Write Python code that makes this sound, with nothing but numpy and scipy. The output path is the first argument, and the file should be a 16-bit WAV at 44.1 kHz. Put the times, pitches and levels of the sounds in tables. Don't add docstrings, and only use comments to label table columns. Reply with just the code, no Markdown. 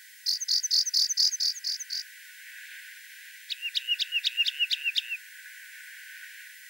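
import sys
import numpy as np
from scipy import signal
from scipy.fft import rfft, irfft, next_fast_len
from scipy.io import wavfile
from scipy.ndimage import uniform_filter1d

SR = 44100
rng = np.random.default_rng(int(sys.argv[2]) if len(sys.argv) > 2 else 0)


def int16_out(signal):
    q = np.round(np.clip(np.atleast_2d(signal).T, -1, 1) * 32767)
    wavfile.write(sys.argv[1], SR, q.astype(np.int16))


N = 295029
TIME = np.arange(N) / SR


def wren():
    song = np.zeros(N)
    for i, x in trill_song() + chip_song():
        song[i] += x
    return song


# first_beat_s, beat_s, level_db (relative, at beat 3), fade_db_per_beat, overtones_db (relative),
# trough_hz (at beat 1.75), attack_db, release_db
TRILL_NOTES = [(0.267, 0.022, -5, -1.74, 8.5, 4310, 9, 6.5), (0.4896, 0.023, -1, -0.3, 4, 4350, 10.5, 14),
               (0.7146, .024, .5, -0.3, 4.5, 4400, 8, 14), (0.9447, 0.025, 0, 0, 7, 4416, 5.5, 11),
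               (1.178, .024, 1, 0.15, 3.2, 4480, 8, 15), (1.407, .024, -2.5, -0.4, 5, 4430, 5.5, 18),
               (1.648, 0.024, -7.5, -0.56, 4.5, 4470, 8.5, 9.5), (1.905, 0.023, -9, 0, 5.5, 4390, 11, 9)]
# start_s, length_s, vertex_hz, bend_hz (per length squared),
# vertex_at (share of length; above 1 = never reached), level_db
SLUR_NOTES = [(.400, 0.043, 6190, 1450, .78, -26), (0.627, 0.04, 6010, 2140, 0.71, -22),
              (.853, .043, 5890, 584, 1.2, -23.5), (1.086, 0.044, 6090, 3020, 0.65, -21.5),
              (1.31, 0.051, 5990, 430, 1.3, -24.5), (1.538, 0.057, 6100, 780, 1.25, -34),
              (1.79, 0.04, 6090, 1580, .86, -29.5)]


def trill_song():
    return [trill(*row) for row in TRILL_NOTES] + [slur(*row) for row in SLUR_NOTES]


TRILL_BEATS, HURRY_FROM_BEAT, HURRY_SHARE = 5.08, 3.9, 0.24


def trill(start_s, beat_s, db, fade_db, bright_db, trough_hz, attack_db, release_db, lead_beats=0.06):
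    i, t, gate = span(start_s - 0.38 * beat_s, start_s + TRILL_BEATS * beat_s, edge_s=0.0055)
    at = (t - start_s) / beat_s
    effort_db = envelope(np.linspace(0, 1, len(t)), top_from=0.27, top_to=0.63,
                         rise_db=attack_db, fall_db=release_db, rise_curve=1.1, fall_curve=2.8)
    hurry = HURRY_SHARE * np.maximum(at - HURRY_FROM_BEAT, 0)
    early = lead_beats * np.clip(1 - 2 * at, 0, 1)
    at = at + hurry + early
    z = 0
    for hz, gain in swoops(at, trough_hz), strokes(at):
        hz = hz * (1 + 0.0156 * walk(89.3, len(t)))
        flicker_db = 0.61 * walk(119.4, len(t)) + 1.0 * walk(900, len(t))
        z = z + gain * undb(flicker_db) * np.exp(1j * swing(hz, jitter=0.01))
    z = z * gate * undb(effort_db + fade_db * (at - 3))
    return i, undb(db) * overtones(z, even_db=bright_db - 24.0, odd_db=bright_db - 23)


SWOOP_TOP_HZ, SWOOP_TOP_AT, SWOOP_BREAK_AT, SWOOP_SHARPNESS, SWOOP_DB = 7015, 0.29, 0.41, 1.45, -19
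TROUGH_CLIMB_HZ_PER_BEAT, FIRST_TROUGH_LIFT_HZ = 128.2, 664


def swoops(at, trough_hz):
    arch = np.abs(np.cos(np.pi * (at - SWOOP_TOP_AT))) ** (2 * SWOOP_SHARPNESS)
    first_lift_hz = FIRST_TROUGH_LIFT_HZ * np.clip(1 - at / 0.574, 0, 1)
    low_hz = trough_hz + TROUGH_CLIMB_HZ_PER_BEAT * (at - 1.75) + first_lift_hz
    db = envelope((at - SWOOP_BREAK_AT) % 1, top_from=0.5, top_to=0.61,
                  rise_db=17.5, fall_db=31, rise_curve=3.36, fall_curve=1.19)
    return low_hz + (SWOOP_TOP_HZ - low_hz) * arch, undb(SWOOP_DB + db)


STROKE_FROM_HZ, STROKE_RISE_HZ, STROKE_LEAD, STROKE_LENGTH, STROKE_DB = 3330, 1668, 0.038, 0.48, -17


def strokes(at, crest=0.75, last_db=-7, skew=1.24):
    p = np.clip((at + STROKE_LEAD) % 1 / STROKE_LENGTH, 0, 1)
    level_db = STROKE_DB + last_db * np.clip(at - HURRY_FROM_BEAT, 0, 1)
    gain = np.abs(np.sin(np.pi * p ** skew)) ** 1.08 * undb(level_db)
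    return STROKE_FROM_HZ + STROKE_RISE_HZ * np.sin(np.pi / 2 * p / crest), gain


def slur(start_s, length_s, vertex_hz, bend_hz, vertex_at, db, loudest=0.7, octave_db=-29):
    i, t, gate = span(start_s, start_s + length_s, edge_s=0.0033)
    p = (t - start_s) / length_s
    phase = pure_phase(vertex_hz + bend_hz * (p - vertex_at) ** 2)
    swell_db = envelope(p, loudest, loudest, rise_db=22.5, fall_db=15, rise_curve=2.4, fall_curve=2.1)
    swell = gate * undb(0.29 * walk(200, len(t)) + swell_db)
    octave = undb(octave_db) * swell ** 0.5
    return i, undb(db) * (swell * np.sin(phase) + octave * np.sin(2 * phase))


# pitch_peak_s, level_db (relative), rise_s, buzz_level_db (of the buzz that follows)
CHIP_NOTES = [(3.522, -5.5, 0.034, -42.5), (3.7738, -.5, 0.032, -34.5), (4.021, 0, 0.036, -38.5),
              (4.272, .5, 0.039, -33), (4.484, .6, .039, -33.5), (4.734, 1.5, 0.036, -32.5),
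              (4.984, 0.5, 0.036, -34.5)]
# start_s, length_s, pitch_hz (before scoop and fall), fall_hz,
# fall_lateness (power), level_db
WHISTLE_NOTES = [(3.616, 0.077, 2850, 674, 5.6, -25), (3.874, 0.074, 2936, 530, 5.2, -20),
                 (4.117, 0.078, 2946, 536, 2.7, -20), (4.369, 0.062, 2885, 412, 4.6, -17.5),
                 (4.59, 0.063, 2980, 548, 2.5, -18), (4.831, 0.076, 2886, 615, 2.83, -22),
                 (5.084, 0.079, 2866, 512, 2.1, -26.5)]
SCOOP_HZ, BUZZ_PULSE_HZ = 117.6, 130.3


def chip_song():
    notes = [whistle(*row) for row in WHISTLE_NOTES]
    for (peak_s, db, rise_s, buzz_db), (start_s, _, top_hz, *_) in zip(CHIP_NOTES, WHISTLE_NOTES):
        notes.append(chip(peak_s, db, rise_s))
        notes.append(buzz(peak_s + 0.012, start_s + 0.002, top_hz - SCOOP_HZ, buzz_db))
    return notes


CHIP_FROM_HZ, CHIP_SHOULDER_HZ, CHIP_CLIMB_HZ_PER_S, CHIP_SAG_HZ_PER_S = 1770, 2877, 46000, 18900
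FLICK_HZ, FLICK_UP_S, FLICK_DOWN_S, CHIP_TAIL_S = 941, 0.00386, 0.0050, 0.023
CHIP_HARMONICS_DB, FLICK_DB, RASP_DB = (-21, -22.5, -34), 7, -41.5
# freq_hz, gain_db
THROAT_RESONANCE = [(1750, -22.5), (2400, -16.5), (3000, -4.5), (3800, -2.5), (4850, -2), (5600, -11),
                    (7000, -11.5), (11500, -48)]
# (relative, per Hz)
RASP_SPECTRUM = [(2500, -30), (3300, -13), (3800, 0.5), (5200, -1), (6500, -18), (8000, -21), (15000, -19)]


def chip(peak_s, db, rise_s, onset_db=24, release_db=15, purity_db=-8, dulling_db=-20):
    i, t, gate = span(peak_s - rise_s, peak_s + CHIP_TAIL_S)
    before, after = np.maximum(peak_s - t, 0), np.maximum(t - peak_s, 0)
    flick = np.exp(-(before / FLICK_UP_S + after / FLICK_DOWN_S) ** 2)
    ramp_hz = CHIP_SHOULDER_HZ - CHIP_CLIMB_HZ_PER_S * before - CHIP_SAG_HZ_PER_S * after
    hz = np.maximum(ramp_hz, CHIP_FROM_HZ) + FLICK_HZ * flick
    onset = np.clip(1 - (1 - before / rise_s) / 0.47, 0, 1) ** 0.95
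    effort_db = -onset_db * onset - release_db * (after / CHIP_TAIL_S) ** 3.3
    hoarse = np.clip(np.abs(t - peak_s + 0.004) / 0.03, 0, 1) ** 3.5
    phase = swing(hz * (1 + 0.014 * walk(133, len(t))), jitter=0.0041 + 0.045 * hoarse)
    pure_db = purity_db * np.where(t < peak_s, flick, 1)
    throat_hz, throat_db = np.transpose(THROAT_RESONANCE)
    z = 0
    for k, harmonic_db in enumerate(CHIP_HARMONICS_DB, 1):
        push_db = FLICK_DB * flick if k == 1 else pure_db + dulling_db * after / CHIP_TAIL_S
        level_db = db + effort_db + harmonic_db + push_db + np.interp(k * hz, throat_hz, throat_db)
        z = z + undb(level_db + walk(373, len(t))) * np.exp(1j * k * phase)
    rasp = undb(db + RASP_DB + 0.35 * effort_db + 1.2 * pure_db) * noise(RASP_SPECTRUM)[i]
    return i, gate * (overtones(z, even_db=-49, odd_db=-27) + rasp)


def buzz(start_s, end_s, end_hz, db, sweep_hz=600):
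    i, t, gate = span(start_s, end_s)
    pulse_hz = BUZZ_PULSE_HZ * (1 + 0.11 * walk(90, len(t)))
    share = np.cumsum(pulse_hz) / SR % 1
    progress = (t - start_s) / (end_s - start_s)
    hz = end_hz - 250 * (1 - progress) ** 2 + sweep_hz * (share - 0.5)
    swell_db = db - 8 * np.clip(1 - 2 * progress, 0, 1) + 1.7 * walk(106, len(t))
    pulses = np.sin(np.pi * share) ** 4
    return i, gate * undb(swell_db) * pulses * np.sin(swing(hz, jitter=0.015))


def whistle(start_s, length_s, top_hz, fall_hz, lateness, db,
            loudest=0.65, octave_db=-34, opening_db=32, flutter=0.25):
    i, t, gate = span(start_s, start_s + length_s, edge_s=0.0037)
    p = (t - start_s) / length_s
    hz = top_hz - SCOOP_HZ * (1 - p) ** 2 - fall_hz * np.abs(p) ** lateness
    phase = pure_phase(hz)
    early = np.clip(1 - p / loudest, 0, 1)
    swell_db = envelope(p, loudest, loudest, rise_db=16.5, fall_db=15.0, rise_curve=1.43, fall_curve=1.95)
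    swell = gate * undb(1.1 * walk(200, len(t)) + swell_db)
    flutter_depth = np.tanh(flutter * early ** 2)
    swell = swell * (1 + flutter_depth * np.sin(2 * np.pi * BUZZ_PULSE_HZ * (t - start_s)))
    octave = undb(octave_db - opening_db * early) * swell ** 0.17
    return i, undb(db) * (swell * np.sin(phase) + octave * np.sin(2 * phase))


def ground(x, scatter_db, t60_s, delay_s):
    t = TIME[:SR // 2]
    scatter = rng.standard_normal(len(t)) * undb(-60 * t / t60_s) * (t > delay_s)
    scatter = scatter / np.linalg.norm(scatter)
    scatter = signal.sosfilt(signal.butter(2, 4500, fs=SR, output="sos"), scatter)
    return undb(scatter_db) * signal.fftconvolve(x, scatter)[:N]


# start_s, length_s, vertex_hz, bend_hz (per length squared), vertex_at (share of length), level_db
PEEP_NOTE = (5.795, .065, 8402, -250, 1.5, -57)


def far_peep():
    peep = np.zeros(N)
    i, x = slur(*PEEP_NOTE)
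    peep[i] = x
    return peep


# (relative, per Hz)
BRUSH_SPECTRUM = [(30, -11), (120, -4.5), (300, -2.5), (1000, -2.5), (1550, 0.5), (1950, -3), (2500, -7),
                  (3200, -13), (4500, -21), (9000, -41.5)]
# crest_s, half_length_s, level_db (before breeze_db), brightness_db
BRUSH_GUSTS = [(2.11, 0.34, -53.5, 1), (2.695, 0.16, -45, 0.5), (3.244, 0.25, -55, 7),
               (4.358, 0.48, -49, -1.5), (5.747, 0.47, -47, -6), (6.25, 0.47, -49, -2)]
CALM_DB = -56.5


def breeze(breeze_db=4.0):
    body_power = treble_power = undb(CALM_DB) ** 2
    for crest_s, half_length_s, db, bright_db in BRUSH_GUSTS:
        power = undb(db) ** 2 / (1 + ((TIME - crest_s) / half_length_s) ** 2 / 2) ** 2
        body_power = body_power + power
        treble_power = treble_power + power * undb(bright_db) ** 2
    air = noise(BRUSH_SPECTRUM)
    treble = signal.sosfiltfilt(signal.butter(2, 2200, "high", fs=SR, output="sos"), air)
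    body = (air - treble) * np.sqrt(body_power) * undb(1.1 * walk(14, N))
    treble = treble * np.sqrt(treble_power) * undb(0.78 * walk(11, N))
    return undb(breeze_db) * (body + treble)


# (relative, per Hz)
DRONE_SPECTRUM = [(30, -17.5), (130, -9.5), (220, 4), (320, -9.5), (560, -10), (615, 2), (680, -11.5),
                  (1500, -23), (1860, -18.5), (1935, 0), (2010, -12.5), (2600, -41)]


def drone(level_db=-50.5):
    return undb(level_db) * noise(DRONE_SPECTRUM)


# (relative, per Hz)
HISS_SPECTRUM = [(1000, -1.3), (4000, -0.24), (6000, 0.78), (9000, 0.4), (12000, 0.031), (15500, -1.2)]
WHINE_HZ = 15653


def electronics(hiss_db=-53.5, side_db=-4, whine_db=-59.5):
    side = noise(HISS_SPECTRUM) * np.array([[1], [-1]])
    hiss = noise(HISS_SPECTRUM) + undb(side_db) * side
    return undb(hiss_db) * hiss + undb(whine_db) * np.sin(2 * np.pi * WHINE_HZ * TIME)


def undb(db):
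    return 10 ** (np.asarray(db) / 20)


def walk(rate_hz, size):
    k = max(2, int(SR / rate_hz))
    steps = np.repeat(rng.standard_normal(size // k + 1), k)
    return 1.5 * uniform_filter1d(uniform_filter1d(steps, k), k)[:size]


def noise(spectrum):
    hz, db = np.transpose(spectrum)
    gain = undb(np.interp(np.log(np.fft.rfftfreq(N, 1 / SR) + 1), np.log(hz), db))
    x = irfft(rfft(rng.standard_normal(N)) * gain, N)
    return x / x.std()


def span(start_s, end_s, edge_s=0.0012):
    i = np.arange(int(start_s * SR), int(end_s * SR))
    t = i / SR
    to_edge_s = np.minimum(t - start_s, end_s - t)
    return i, t, np.sin(np.pi / 2 * np.clip(to_edge_s / edge_s, 0, 1)) ** 2


def envelope(p, top_from, top_to, rise_db, fall_db, rise_curve=1.0, fall_curve=1.0):
    rise = np.clip(1 - p / top_from, 0, 1)
    fall = np.clip((p - top_to) / max(1 - top_to, 1e-3), 0, 1)
    return -rise_db * rise ** rise_curve - fall_db * fall ** fall_curve


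def swing(hz, jitter):
    hz = uniform_filter1d(hz, size=60) * (1 + jitter * walk(900, len(hz)))
    return 2 * np.pi * np.cumsum(hz) / SR


WAVER, TREMBLE = 0.0035, 0.004


def pure_phase(hz):
    return swing(hz * (1 + WAVER * walk(121, len(hz))), jitter=TREMBLE)


def overtones(z, even_db, odd_db):
    turn = z / (np.abs(z) + 1e-9)
    added = undb(even_db) * turn + undb(odd_db) * turn ** 2
    return (z + np.abs(z) ** 0.5 * z * added).imag


def scene():
    song = wren()
    near_echo = ground(song, scatter_db=-18.0, t60_s=0.092, delay_s=0.0087)
    far_echo = ground(song, scatter_db=-27.0, t60_s=0.4, delay_s=0.031)
    return song + near_echo + far_echo + far_peep() + breeze() + drone() + electronics()


LOW_CUT_HZ, TOP_HZ = 1475, 15740


def record(dry, bass_db=-48):
    padded = np.pad(dry, ((0, 0), (SR // 4, SR // 4)), mode="reflect")
    size = next_fast_len(padded.shape[1])
    hz = np.fft.rfftfreq(size, 1 / SR)
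    low_cut = np.maximum(undb(bass_db), np.minimum(hz / LOW_CUT_HZ, 1) ** 64)
    high_cut = undb(np.interp(hz, [TOP_HZ, TOP_HZ + 200], [0, -60]))
    return irfft(rfft(padded, size) * low_cut * high_cut, size)[:, SR // 4:SR // 4 + N]


dry = scene()
out = record(dry)
int16_out(out)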